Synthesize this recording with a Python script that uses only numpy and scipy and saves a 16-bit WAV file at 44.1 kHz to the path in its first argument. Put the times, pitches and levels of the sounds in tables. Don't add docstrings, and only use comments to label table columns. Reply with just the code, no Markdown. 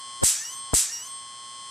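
import sys
import numpy as np
from scipy import signal
from scipy.fft import rfft, irfft, next_fast_len
from scipy.io import wavfile
from scipy.ndimage import map_coordinates

SR = 44100
rng = np.random.default_rng(int(sys.argv[2]) if len(sys.argv) > 2 else 0)


def transcribe(u):
    v = np.clip(np.atleast_2d(u).T, -1, 1)
    q = np.round(v * 32767).astype(np.int16)
    wavfile.write(sys.argv[1], SR, q)


N = 74970


def amp(db):
    return 10 ** (np.asarray(db) / 20)


def unit(x):
    return x / np.sqrt(np.mean(x ** 2) + 1e-20)


def clock():
    return np.arange(N) / SR


def along(points, hz):
    f, values = np.transpose(points)
    return np.interp(np.log(hz + 1), np.log(f + 1), values)


def wobble(knots_per_s):
    knots = rng.standard_normal(int(N * knots_per_s / SR) + 4)
    return map_coordinates(knots, [clock() * knots_per_s])


def filtered(x, response):
    size = next_fast_len(N + SR // 2)
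    return irfft(rfft(x, size) * response(np.fft.rfftfreq(size, 1 / SR)), size)[..., :N]


def coloured(x, spectrum):
    return filtered(x, lambda hz: amp(along(spectrum, hz)))


def noise(spectrum):
    return unit(coloured(rng.standard_normal(N), spectrum))


def stereo(mid, side):
    return np.array([mid + side, mid - side])


def click(spectrum, size=1024):
    cepstrum = irfft(np.log(amp(along(spectrum, np.fft.rfftfreq(size, 1 / SR)))))
    cepstrum[1:size // 2] *= 2
    cepstrum[size // 2 + 1:] = 0
    impulse = irfft(np.exp(rfft(cepstrum)))
    return impulse / np.abs(impulse).max()


def delayed(x, delay_s):
    start = max(round(delay_s * SR), 0)
    out = np.zeros(N)
    out[start:start + len(x)] = x[:N - start]
    return out


# f/Hz, level/dB
HISS_SPECTRUM = [(25, -30), (60, -5), (130, 0.5), (300, -3), (600, -5.5), (900, 2.5), (1150, 0),
                 (1400, -5.5), (3000, -6.5), (5500, -5), (7000, -9), (10600, -7.5), (11400, -48)]
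# f/Hz, gain/dB
HISS_SIDE = [(60, 0), (200, -8.5), (700, -7.5), (1300, -10), (3000, -8), (6000, 0), (11000, -14)]


def room_hiss(level_db=-55):
    mid = noise(HISS_SPECTRUM)
    side = coloured(noise(HISS_SPECTRUM), HISS_SIDE)
    return amp(level_db) * stereo(mid, side)


WHINE_LINES = {9: -44, 17: -61, 26: -47.5, 27: -57, 28: -53, 29: -60, 35: -52, 44: -55.5, 52: -61.5, 70:
               -47, 79: -56.5, 86: -62.5}
# f/Hz, level/dB
WEAK_LINES = [(120, -72.5), (300, -79), (700, -75), (1100, -64.5), (1400, -74), (1850, -66), (2400, -77),
              (3000, -70.5), (4200, -74.5), (4850, -59.5), (5500, -68.5), (6000, -66), (6350, -58.5),
              (6850, -95), (7250, -60), (7800, -60.5), (8150, -70), (8500, -65), (8800, -64), (9350, -67.5),
              (9900, -78), (10400, -64.5), (11000, -83)]
OVERSHOOT_BOOST = {52: 3, 70: 10.2, 79: 5}
# t/s, gain/dB
WHINE_ENVELOPE = [(0, 0), (.2, 0), (.6, -1), (.72, 0), (1.12, -1.5), (1.3, -2.5), (1.7, -0.8)]
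RIPPLE_HZ = 120.03


def idle_whine(harmonics=92, lock_s=0.023, settle_delay_s=0.077, settle_width_s=0.0844,
               overshoot=0.00277, scatter_rad=1.16):
    t = clock()
    locked, settling, tone = np.ones(N), np.zeros(N), np.zeros(N)
    for spark_s, _, charged_s in SPARKS:
        locked *= np.where(t < spark_s, 1, .5 + .5 * np.tanh((t - charged_s) / (2 * lock_s)))
        settling += np.exp(-((t - charged_s - settle_delay_s) / settle_width_s) ** 2)
    phase = 2 * np.pi * RIPPLE_HZ * np.cumsum(1 + overshoot * settling) / SR
    for k, offset in enumerate(scatter_rad * rng.standard_normal(harmonics), 1):
        line_db = WHINE_LINES.get(k, along(WEAK_LINES, k * RIPPLE_HZ))
        boost_db = OVERSHOOT_BOOST.get(k, 0) * settling
        tone += amp(line_db + boost_db) * np.cos(k * phase + offset)
    envelope = amp(np.interp(t, *np.transpose(WHINE_ENVELOPE)))
    return np.sqrt(2) * tone * locked * envelope


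# f/Hz, width/Hz, gain/dB
TRANSFORMER_MODES = [(1090, 120, -6.5), (1801, 91, -3), (2970, 290, -4), (3390, 100, -8), (4950, 74, -12),
                     (5660, 89, 8), (5940, 130, 2), (6194, 57, 7.5), (7200, 180, -2), (7825, 270, 4),
                     (9160, 240, -3), (13440, 370, -15)]
# f/Hz, gain/dB
TRANSFORMER_FLOOR = [(700, -44), (1000, -21.5), (1900, -20.5), (4000, -21.5), (4800, -14), (8500, -18),
                     (10500, -20.5), (13000, -25), (14200, -43)]


def transformer_gain(hz):
    mode_power = sum(amp(db) ** 2 / (1 + (2 * (hz - mode_hz) / width_hz) ** 2) ** 2
                     for mode_hz, width_hz, db in TRANSFORMER_MODES)
    return np.sqrt(amp(along(TRANSFORMER_FLOOR, hz)) ** 2 + mode_power)


# t/s, f/Hz
RECHARGE_PITCH = [
    [(.27, 690), (.367, 810), (.387, 845), (.417, 886), (.442, 925), (.462, 950), (.487, 975), (.517, 1018),
     (.548, 1048), (.60, 1053)],
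    [(.77, 700), (.85, 812), (.895, 886), (.915, 930), (.935, 945), (.98, 947), (1.015, 975), (1.05, 1015),
     (1.085, 1048), (1.13, 1053)],
]
# t/s, level/dB
RECHARGE_DRIVE = [
    [(.28, -41), (.37, -38.5), (.42, -39.5), (.46, -39), (.5, -40.5), (.545, -42.5), (.6, -53)],
    [(.78, -41), (.87, -47), (.94, -38.5), (.965, -40.5), (1.01, -41), (1.08, -44.5), (1.13, -59)],
]


def recharge(harmonics=15, ripple_swing=.045, crest_sharpness=5, jitter=0.0018, sizzle_db=-8.5):
    t, tone, drive = clock(), np.zeros(N), np.zeros(N)
    for pitch_curve, drive_curve in zip(RECHARGE_PITCH, RECHARGE_DRIVE):
        knots_s, knots_hz = np.transpose(pitch_curve)
        on = (t > knots_s[0]) & (t < knots_s[-1])
        ripple = np.cos(2 * np.pi * RIPPLE_HZ * t[on] + rng.uniform(0, 2 * np.pi))
        crest = np.exp(crest_sharpness * (ripple - 1))
        bend = 1 + ripple_swing * (crest - crest.mean()) + jitter * wobble(300)[on]
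        pitch_hz = np.interp(t[on], knots_s, knots_hz) * bend
        phase = 2 * np.pi * np.cumsum(pitch_hz) / SR
        for k in range(1, harmonics + 1):
            tone[on] += np.sqrt(2) * np.sin(k * phase + rng.uniform(0, 2 * np.pi))
        drive[on] = amp(np.interp(t[on], *np.transpose(drive_curve)))
    sizzle = amp(sizzle_db) * drive * noise(TRANSFORMER_FLOOR)
    return filtered(drive * tone, transformer_gain) + sizzle


# f/Hz, gain/dB
SUPPLY_SIDE = [(1000, -25), (2400, -51.5), (4400, -23), (8000, -20.5), (13000, -17)]


def supply():
    mid = recharge() + idle_whine()
    side = filtered(mid, lambda hz: 1j * amp(along(SUPPLY_SIDE, hz)))
    return stereo(mid, side)


# peak t/s, level/dB, rise/s, fall/s
SPUTTERS = [(0.2328, -15, 0.0061, 0.0035), (0.735, -17, 0.0019, 0.0048)]
# f/Hz, level/dB
SPUTTER_SPECTRUM = [(25, -14), (70, -4), (150, -4), (380, -0.5), (700, -8.5), (1200, -13), (2500, -29)]
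# t/s, level/dB, width/ms, polarity, left minus right/dB
THUMPS = [(.237, -13.5, 0.24, 1, 5), (0.2375, -33.5, 1.33, 1, 0), (0.7347, -13.5, 0.2, -1, 7.5),
          (0.7377, -18.5, 0.1, -1, 3), (0.7376, -19.5, 1.24, 1, -4), (0.7401, -13, 0.28, 1, 2)]


def lead_pickup(sputter_mid_db=-20.5, cut_hz=43, cut_q=1.25):
    t, out = clock(), np.zeros((2, N))
    for peak_s, db, rise_s, fall_s in SPUTTERS:
        envelope = np.exp(-np.maximum((peak_s - t) / rise_s, (t - peak_s) / fall_s))
        sputter = unit(envelope * noise(SPUTTER_SPECTRUM)) * np.sqrt(np.mean(envelope ** 2))
        out += amp(db) * stereo(amp(sputter_mid_db) * sputter, sputter)
    for peak_s, db, width_ms, polarity, pan_db in THUMPS:
        pulse = np.sign(polarity) * np.exp(-((t - peak_s) * 1000 / width_ms) ** 2 / 2)
        out += amp([[db + pan_db / 2], [db - pan_db / 2]]) * pulse
    return filtered(out, lambda hz: -hz ** 2 / (cut_hz ** 2 - hz ** 2 + 1j * hz * cut_hz / cut_q))


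# f/Hz, T60/s
ROOM_T60 = [(1000, 1), (3000, 0.43), (6000, 0.53), (8000, 0.31), (13000, 0.24)]


def room_tail(rise_s=0.005, level_hold_s=0.055):
    hz, t, frames = signal.stft(noise(CRACK_SPECTRUM), SR, nperseg=256)
    fade = amp(-60 * np.maximum(t - level_hold_s, 0) / along(ROOM_T60, hz)[:, None])
    _, tail = signal.istft(frames * fade, SR, nperseg=256)
    return tail[:N] * (1 - np.exp(-clock() / rise_s))


# t/s, level/dB, recharged t/s
SPARKS = [(0.2365, 0, 0.517), (.7407, -0.5, 1.059)]
# f/Hz, level/dB
CRACK_SPECTRUM = [(300, -46.5), (800, -29.5), (1500, -20.5), (3000, -16), (5000, -9.5), (6500, -6),
                  (7900, 0.5), (9200, -5), (11000, -11.5), (14200, -20.5), (14900, -34)]
PATH_MS = [0, 1.8, 6.1, 7.9, 8.9, 10.4, 12.6, 14.4, 21.5, 22.4, 23.8, 27, 31.5, 36.5, 43.5]
PATH_DB = [-2.5, -0.5, -17, -3.5, 2.5, -7, -19, -12, -20, -22, -17, -3.5, -7.5, -25, -12]
# f/Hz, gain/dB
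SPARK_SIDE = [(700, -16), (1300, -47), (2400, -57), (4400, -16.5), (8000, -7.5), (14000, -18.5)]


def sparks(click_db=-11, ring_hz=8190, ring_s=0.00045, ring_db=-3, tail_db=-19):
    impulse = click(CRACK_SPECTRUM)
    t = np.arange(len(impulse)) / SR
    mic_ring = np.cos(2 * np.pi * ring_hz * t) * np.exp(-t / ring_s)
    crack = amp(click_db) * impulse + amp(ring_db) * mic_ring
    early = np.array([amp(db) * delayed(crack, ms / 1000) for ms, db in zip(PATH_MS, PATH_DB)])
    mid = early.sum(0) + amp(tail_db) * room_tail()
    side = rng.choice([-1, 1], len(early)) @ early + amp(tail_db) * room_tail()
    bang = stereo(mid, coloured(side, SPARK_SIDE))
    return sum(amp(db) * np.array([delayed(channel, spark_s) for channel in bang])
               for spark_s, db, _ in SPARKS)


def scene():
    return supply() + room_hiss() + sparks() + lead_pickup()


# f/Hz, gain/dB
MIC_TREBLE = [(14200, 0), (14700, -9), (15700, -38)]


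def record(dry, ceiling=0.42, band_limit_hz=15730):
    rounded = dry / (1 + (dry / ceiling) ** 6) ** (1 / 6)
    return filtered(coloured(rounded, MIC_TREBLE), lambda hz: hz < band_limit_hz)


dry = scene()
out = record(dry)
transcribe(out)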